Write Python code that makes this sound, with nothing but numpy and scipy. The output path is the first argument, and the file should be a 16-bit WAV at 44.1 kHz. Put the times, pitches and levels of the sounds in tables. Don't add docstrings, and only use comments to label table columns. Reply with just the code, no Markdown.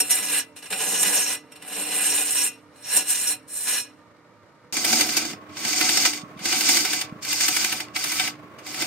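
import sys
import numpy as np
from scipy import signal
from scipy.fft import rfft, irfft
from scipy.io import wavfile

SR = 44100
rng = np.random.default_rng(int(sys.argv[2]) if len(sys.argv) > 2 else 0)


def bounce(signal):
    frames = np.transpose(np.atleast_2d(signal))
    limited = np.clip(frames, -1, 1)
    pcm = np.round(limited * 32767).astype(np.int16)
    wavfile.write(sys.argv[1], SR, pcm)


N = 390726

VIEW_CHANGE_S = 4.725
TAPS = 16384
HZ = np.maximum(np.fft.rfftfreq(TAPS, 1 / SR), 1)
TIME = np.arange(N) / SR


def from_db(db):
    return 10 ** (np.asarray(db) / 20)


def rms_one(x):
    return x / np.sqrt(np.mean(x ** 2) + 1e-20)


def in_hz(rows):
    hz, *columns = np.transpose(rows)
    return np.array([np.interp(np.log(HZ), np.log(hz), column) for column in columns])


def drift(knots_per_s):
    knots = rng.standard_normal(20000)
    return rms_one(np.interp(TIME * knots_per_s, np.arange(len(knots)), knots))


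def through(x, response):
    return signal.oaconvolve(x, response)[:N]


def causal(gain):
    cepstrum = irfft(np.log(gain + 1e-7))
    cepstrum[1:TAPS // 2] *= 2
    cepstrum[TAPS // 2 + 1:] = 0
    return irfft(np.exp(rfft(cepstrum)))[:TAPS // 2]


def one_pole(x, time_constant_s, state=0):
    keep = np.exp(-1 / (time_constant_s * SR))
    return signal.lfilter([1 - keep], [1, -keep], x, zi=[state])[0]


def pushes(from_side):
    # full contact in s, let go in s, attack in s, relative rasp level in dB,
    # swell of the middle over the ends in dB, pressure growth and brightening from middle to end in dB,
    # then judder, hiss and fizz (finest dust) relative to the rasp in dB.
    passes = [(0.006, 0.113, 0.043, -41.5, 2.5, -2, 5.5, -4, -7.5, 2.5),
              (0.097, 0.391, 0.019, -34, 0, -0.5, 1.5, -9, -4, 3.5),
              (0.705, 1.353, 0.015, -30, 6, -2, 3, -5.5, -3.5, 4.5),
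              (1.705, 2.482, 0.26, -32, 6, 0, 4, -7.5, -3.5, 5.5),
              (2.901, 3.013, 0.25, -36.5, 4.5, 2, -2.5, -9, -0.5, 5.5),
              (3.1, 3.331, 0.13, -35, 1, -1.0, -1.5, -11.5, -1.5, 8),
              (3.481, 3.672, 0.035, -48, 4.5, 9.5, 0, -6, 6, 14),
              (3.68, 3.8, 0.063, -30, -0.5, -2.5, 1.5, -14.5, -1, 3),
              (4.713, 5.312, 0.037, -29.5, 8, -2.5, -0.5, -2, 3.0, -2),
              (5.595, 6.175, 0.12, -30.5, 5.5, -2, 1.0, -5.5, 3, -3.0),
              (6.452, 7.019, 0.1, -29.5, 5.5, -2.5, 0.5, -7.5, 2.5, -3),
              (7.228, 7.82, 0.03, -31.5, 6.5, 3, -3.5, -13, 2.5, -2.5),
              (7.953, 8.295, 0.032, -32.5, 6.5, 1.5, -3, -13.0, 0.5, -3.5),
              (8.673, 8.875, 0.1, -35.5, 4, 3, -2, -5.5, -0.5, -5)]
    follows_pressure = [.94, 1, 1.3, 1.45]
    follows = np.c_[follows_pressure]
    attack_rise_db, release_db_per_s = 38.5, 349
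    ring_on_db, ring_on_db_per_s = np.c_[[-11, -18.5, -26, -28]], 125
    power = np.zeros((4, N))
    for start, end, attack_s, rasp_db, swell_db, growth_db, brighten_db, judder_db, hiss_db, fizz_db in passes:
        if (end > VIEW_CHANGE_S) != from_side:
            continue
        near = slice(max(int((start - 2 * attack_s) * SR), 0), int((end + .3) * SR))
        t = TIME[near]
        along = np.clip(2 * (t - start) / (end - start) - 1, -1, 1)
        before, after = np.maximum(start - t, 0), np.maximum(t - end, 0)
        pressure_db = growth_db * along - swell_db * along ** 2
        pressure_db = pressure_db - attack_rise_db * before / attack_s
        colour_db = np.c_[[judder_db, 0, hiss_db, fizz_db]] + np.c_[[-1, 0, 1, 1]] * brighten_db * along
        drop_db = -follows * release_db_per_s * after
        release_db = np.maximum(drop_db, ring_on_db - ring_on_db_per_s * after)
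        power[:, near] += from_db(rasp_db + colour_db + follows * pressure_db + release_db) ** 2
    tremble_db = 2.47 * drift(16)
    return np.sqrt(power) * from_db(tremble_db)


def jolt(age, rise_s, fall_s):
    return np.exp(np.minimum(age / rise_s, -age / fall_s))


def catches():
    # peak time in s, relative rasp level in dB, relative hiss level in dB, fall in s.
    catch_rows = [(0.004, -26.5, -19, .01), (0.108, -31, -20, .021), (0.565, -45, -46.5, .035),
                  (0.627, -42, -46, .027), (0.66, -41.5, -45, .016), (0.727, -27.5, -35, .028),
                  (1.03, -26, -23, .012), (1.522, -47, -50.5, .012), (1.56, -45, -51, .011),
                  (1.623, -42.5, -47, .018), (1.68, -44, -43, .015), (2.76, -59.5, -60.5, .03),
                  (2.967, -29, -21.5, 0.028), (3.275, -48, -27, .021), (4.846, -30, -23, .007),
                  (5.169, -28, -15.5, .011), (5.828, -35, -23, .006), (6.392, -42, -48, .025),
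                  (7.483, -23, -17, .006), (7.963, -25.5, -41, .008), (8.197, -24.5, -32, .011),
                  (8.588, -45.5, -48, .015)]
    force = np.zeros((2, N))
    for s, rasp_db, hiss_db, fall_s in catch_rows:
        near = slice(max(int((s - .02) * SR), 0), int((s + .15) * SR))
        force[:, near] += from_db([[rasp_db], [hiss_db]]) * jolt(TIME[near] - s, .003, fall_s)
    return force


def high_spot():
    # first knock in s, length of a turn in s.
    turns = [(4.769, .0806), (5.57, .0806), (6.528, .081), (7.25, .0792), (7.963, .0785), (8.666, .078)]
    age = np.ones(N)
    for first_s, turn_s in turns:
        since = TIME - first_s + turn_s / 2
        age = np.where(since > 0, since % turn_s - turn_s / 2, age)
    return jolt(age, rise_s=.0025, fall_s=.0075) * from_db(.5 * drift(14))


def fibres(per_s, spread_db, clump_db, clump_rate):
    snaps = (rng.random((2, N)) < per_s / SR) * rng.choice([-1, 1], (2, N))
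    sizes = from_db(spread_db * np.minimum(rng.exponential(1, (2, N)), 4))
    return rms_one(snaps * sizes * from_db(clump_db * drift(clump_rate)))


def end_cut(push):
    # frequency in Hz, relative mid and side gain in dB.
    end_colour = [(50, -43, -51), (90.5, -37, -39.5), (170, -29.5, -28), (485, -20.5, -25.5),
                  (1190, -16.5, -21), (2877, -8.5, -12.5), (3070, -14, -20.5), (4190, -13, -9),
                  (4750, -17.5, -18.5), (6410, -2, -9), (8550, -23.5, -10.5), (11980, -15, -14.5),
                  (12700, -19, -34), (15500, -26.5, -43)]
    # frequency in Hz, width in Hz, mid lift in dB, side lift in dB.
    end_modes = [(191.3, 17.6, 21, 7), (281, 25, 13.5, 7), (295.8, 7.8, 24, 3.5), (442, 65, 14.5, 7),
                 (744, 28, 13, 5.5), (1030, 58, 7.5, 4.5), (1460, 26, 9.5, 9), (1682, 71, 12, 6.5),
                 (2000, 9.8, 15.5, 10), (2484, 15, 15.5, 1), (2725, 8.2, 18, 17.5), (2904, 240, 8.5, -9.5),
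                 (4076, 24, 14, 1), (5020, 23, 14, -4.5), (5563, 28, 22.5, 26.5), (7230, 210, 17, 9.5),
                 (7595, 25, 0.5, 8.5), (8398, 110, 25, 3.5), (8370, 36, 32, 2), (8610, 200, 28, 16.5),
                 (9580, 69, 23, 10.5), (10180, 78, 18, 14), (11500, 26, 10.5, -8.5), (11777, 440, -1, -6),
                 (14050, 650, 9, 23.5)]
    judder, rasp, hiss, fizz = push
    dig, spray = catches()
    levels = [np.hypot(from_db(-2.5) * judder, from_db(-8.5) * dig),
              np.hypot(from_db(0.4) * rasp, from_db(1.2) * dig),
              np.hypot(from_db(8.47) * hiss, from_db(3.2) * spray),
              np.hypot(from_db(3.25) * fizz, from_db(6) * spray)]
    grit = fibres(per_s=14000, spread_db=1.0, clump_db=1.0, clump_rate=450)
    body = body_gain(end_colour, end_modes)
    return gripped(cut(grit, levels, body, shed_db=-10, shed_t60=0.074, detour_s=.002, waver_db=1.43))


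def side_cut(push):
    # frequency in Hz, relative mid and side gain in dB.
    side_colour = [(50, -35.5, -55), (99, -18, -21), (345, -1.5, -30), (484, -13, -13.5),
                   (1100, -11.5, -19.5), (1770, -8.5, -16.5), (2780, -1, -2.5), (4030, -7, -14.5),
                   (6000, -11, -2.5), (9200, -3.5, -7.5), (10500, -10, -7.5), (12700, -11.5, -17),
                   (13200, -8, -5.5), (15500, -17.5, -45)]
    # frequency in Hz, width in Hz, mid lift in dB, side lift in dB.
    side_modes = [(238, 33, 11.5, 5.5), (292, 37, 10, 14), (420, 28, 9, -7), (744.3, 21.7, 16, 10),
                  (875, 15, 12, 16.5), (1304, 9.6, 12, 19.5), (1313, 27, -7, 15), (1577, 180, 11, 11.5),
                  (2052, 47, 14.5, 13.5), (2271, 32, 12, -17), (2426, 16, 10, 0), (3600, 28, 7.5, 17),
                  (4560, 440, 4.5, 9.5), (4856, 23, 10.5, 0.5), (5400, 36, 14.5, -3), (5740, 160, 5.5, -12),
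                  (5930, 64, 11.5, -5), (6350, 24, 14.5, -1), (6840, 300, 5, -6.5), (7640, 110, 6.5, 2),
                  (8310, 75, 9.5, -1), (8375, 23, -2, -8)]
    judder, rasp, hiss, fizz = push
    dig, spray = catches()
    turn = high_spot()
    slap = from_db(5.5) * rasp
    knock = np.hypot(turn * slap, from_db(-3.5) * dig)
    jolted_hiss = hiss * np.hypot(1, from_db(6.0) * turn)
    jolted_fizz = fizz * np.hypot(1, from_db(9) * turn)
    levels = [judder * np.hypot(1, from_db(7.0) * turn),
              np.hypot(from_db(-1.2) * rasp, from_db(3.4) * knock),
              np.hypot(from_db(2.93) * jolted_hiss, from_db(-0.5) * spray),
              np.hypot(from_db(3.1) * jolted_fizz, from_db(-3.5) * spray)]
    grit = fibres(per_s=10000, spread_db=1.5, clump_db=0.5, clump_rate=400)
    body = body_gain(side_colour, side_modes)
    out = cut(grit, levels, body, shed_db=-9, shed_t60=0.06, detour_s=0.0009, waver_db=1.1)
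    out = out + thock(from_db(-6) * knock, body, centre_hz=808, octaves=0.18, ring_s=.008)
    return out + clack(knock, body, centre_hz=1510, octaves=0.9)


def cut(grit, levels, gain, shed_db, shed_t60, detour_s, waver_db):
    range_edges_hz = [900, 4500, 7800]
    spray_share = .6
    above = [1] + [1 / (1 + (edge / HZ) ** 10) for edge in range_edges_hz] + [0]
    shed, out = echoes(shed_t60), 0
    for low, high, level in zip(above, above[1:], levels):
        centre, flank = grit * level * from_db(waver_db * drift(45))
        mid = centre + from_db(shed_db) * through(centre, shed)
        mid = mid / np.hypot(1, from_db(shed_db))
        side = np.sqrt(1 - spray_share) * scatter(centre, detour_s) + np.sqrt(spray_share) * flank
        out = out + radiate(mid, side, gain * np.sqrt(np.abs(low - high)))
    return out


def gripped(x):
    # frequency in Hz, width in Hz, mean lift before and after the regrip in dB.
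    grip = [(1705, 140, -1.5, 1), (2720, 190, -1.5, -3.5), (4150, 140, -3, 4), (5570, 140, -2.5, -1.5),
            (6400, 1000, 0, -4.5), (10070, 190, 2.5, 5), (11250, 440, 4, -1)]
    regrip_s, waver_db, shifts_per_s = 2.65, 2, 9
    out = x
    for hz, width_hz, before_db, after_db in grip:
        lift_db = np.where(TIME < regrip_s, before_db, after_db) + waver_db * drift(shifts_per_s)
        ring = signal.lfilter(*signal.iirpeak(hz, hz / width_hz, fs=SR), x)
        out = out + (from_db(lift_db) - 1) * ring
    return out


def clack(force, body, centre_hz, octaves):
    mid, side = force * fibres(per_s=7900, spread_db=0.0, clump_db=2.0, clump_rate=700)
    return radiate(mid, side, body / np.sqrt(1 + (np.log2(HZ / centre_hz) / octaves) ** 4))


def thock(force, body, centre_hz, octaves, ring_s):
    return clack(one_pole(force, ring_s), body, centre_hz, octaves)


def body_gain(colour, modes):
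    lift = 0
    for hz, width_hz, mid_db, side_db in modes:
        peak = from_db([[mid_db], [side_db]]) ** 2 - 1
        lift = lift + peak / (1 + (2 * (HZ - hz) / width_hz) ** 2)
    return from_db(in_hz(colour)) * np.sqrt(np.maximum(1 + lift, .1))


def radiate(mid, side, gain):
    gain = gain / np.sqrt(np.mean(gain[0] ** 2))
    mid, side = through(mid, causal(gain[0])), through(side, causal(gain[1]))
    return np.array([mid + side, mid - side])


def scatter(x, spread_s):
    delay_s = spread_s * (1 + np.tanh(np.interp(HZ / 250, np.arange(100), rng.standard_normal(100))))
    phase = 2 * np.pi * np.cumsum(delay_s) * SR / TAPS
    return through(x, irfft(np.exp(-1j * phase))[:TAPS // 2])


def echoes(t60):
    tail = rng.standard_normal(TAPS) * from_db(-60 * TIME[:TAPS] / t60)
    return tail / np.linalg.norm(tail)


def end_drive(push):
    # frequency in Hz, relative level in dB.
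    end_hum = [(264, -53.5), (300, -48.5), (452, -54.5)]
    # frequency in Hz, relative mid and side gain in dB.
    end_idle_colour = [(50, -23.5, -36.5), (102.1, 5, -13.5), (254.4, -0.5, -15.5), (820, -7, -16.5),
                       (1300, -2, -9.5), (1746, -11.5, -15.5), (2100, -9.5, -13.5), (2660, -21, -26.5),
                       (4000, -21.5, -19.5), (6500, -27.5, -26), (10000, -33, -45), (15500, -42.5, -45.5)]
    # frequency in Hz, width in Hz, mid lift in dB, side lift in dB.
    end_whines = [(320, 9.1, 7.4, 11), (493, 14, 11.5, 13), (590, 22, 12, 5.3), (931, 11, 12.4, 9.9),
                  (1202, 5.16, 11, 16), (1826, 17, 10.5, 4), (2280, 3.3, 16.3, 17), (2443, 22, 7, 7.6),
                  (2860, 96, 6, 4)]
    hum = motor_hum(push, end_hum, lag_s=0.2, idle_db=-22, first_load=0.53)
    return hum + lathe(end_idle_colour, end_whines, level_db=-54.3, rattle_db=1.0)


def side_drive(push):
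    # frequency in Hz, relative level in dB.
    side_hum = [(243, -53.5), (300, -40.5)]
    # frequency in Hz, relative mid and side gain in dB.
    side_idle_colour = [(50, -38, -36), (99, 3, -19), (250, -1, -17), (475, -3, -26), (850, -9.5, -26),
                        (1200, -4.5, -8.5), (1500, -9.5, -14.5), (2400, -15, -17), (3220, -24, -22.5),
                        (6000, -30.5, -32), (10000, -37, -39), (15500, -38, -44)]
    # frequency in Hz, width in Hz, mid lift in dB, side lift in dB.
    side_whines = [(301, 6.4, 7.9, 8), (443, 28, 1.2, 16), (624, 7.4, 10.7, -5), (626, 34, 2.4, -7),
                   (1125, 6.4, 13, 22.5), (1075, 12, 12.3, -1), (1115, 4.4, 4.5, 16.5), (2000, 16, 5, 6)]
    hum = motor_hum(push, side_hum, lag_s=0.17, idle_db=-34, first_load=0)
    return hum + lathe(side_idle_colour, side_whines, level_db=-46, rattle_db=1.5)


def motor_hum(push, tones, lag_s, idle_db, first_load):
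    drag = np.sqrt(push[0] * push[1])
    load = one_pole(np.sqrt(drag / drag.max()), lag_s, first_load)
    clock_s = np.cumsum(1 + 0.0038 * drift(15)) / SR
    hum = 0
    for hz, db in tones:
        hum = hum + from_db(db + 1.5 * drift(12)) * np.sin(2 * np.pi * hz * clock_s)
    return (from_db(idle_db) + load) * hum


def lathe(colour, whines, level_db, rattle_db):
    mid, side = rng.standard_normal((2, N)) * rms_one(from_db(rattle_db * drift(120)))
    return from_db(level_db) * radiate(mid, side, body_gain(colour, whines))


def bumps(thud_hz, level_db):
    # centre in s, relative envelope peak in dB, half length in s.
    thuds = [(5.34, -28, 0.0078), (6.237, -22.5, 0.0046), (6.367, -25, 0.0034), (6.416, -29.5, 0.0083),
             (7.127, -18, 0.0035), (7.163, -26, 0.005)]
    out = np.zeros(N)
    for s, peak_db, half_length_s in thuds:
        age = TIME - s
        envelope = from_db(peak_db + level_db) * np.exp(-(age / half_length_s) ** 2)
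        out += envelope * np.sin(2 * np.pi * thud_hz * age)
    return out


def scene():
    # frequency in Hz, left minus right in dB.
    lean = [(60, 6.5), (110, -3), (200, -1), (380, -5), (700, -4), (1290, -1), (2380, -0.5), (4400, -1),
            (8120, -0.5), (15000, -3.0)]
    push = pushes(from_side=False)
    end = end_cut(push) + end_drive(push)
    push = pushes(from_side=True)
    side = side_cut(push) + side_drive(push) + bumps(thud_hz=186, level_db=-8)
    left, right = np.where(TIME < VIEW_CHANGE_S, end, side)
    half_lean_db = in_hz(lean)[0] / 2
    left = through(left, causal(from_db(half_lean_db)))
    right = through(right, causal(from_db(-half_lean_db)))
    return np.array([left, right])


def record(dry):
    return signal.sosfilt(signal.ellip(12, .1, 80, 15750, fs=SR, output="sos"), dry)


dry = scene()
out = record(dry)
bounce(out)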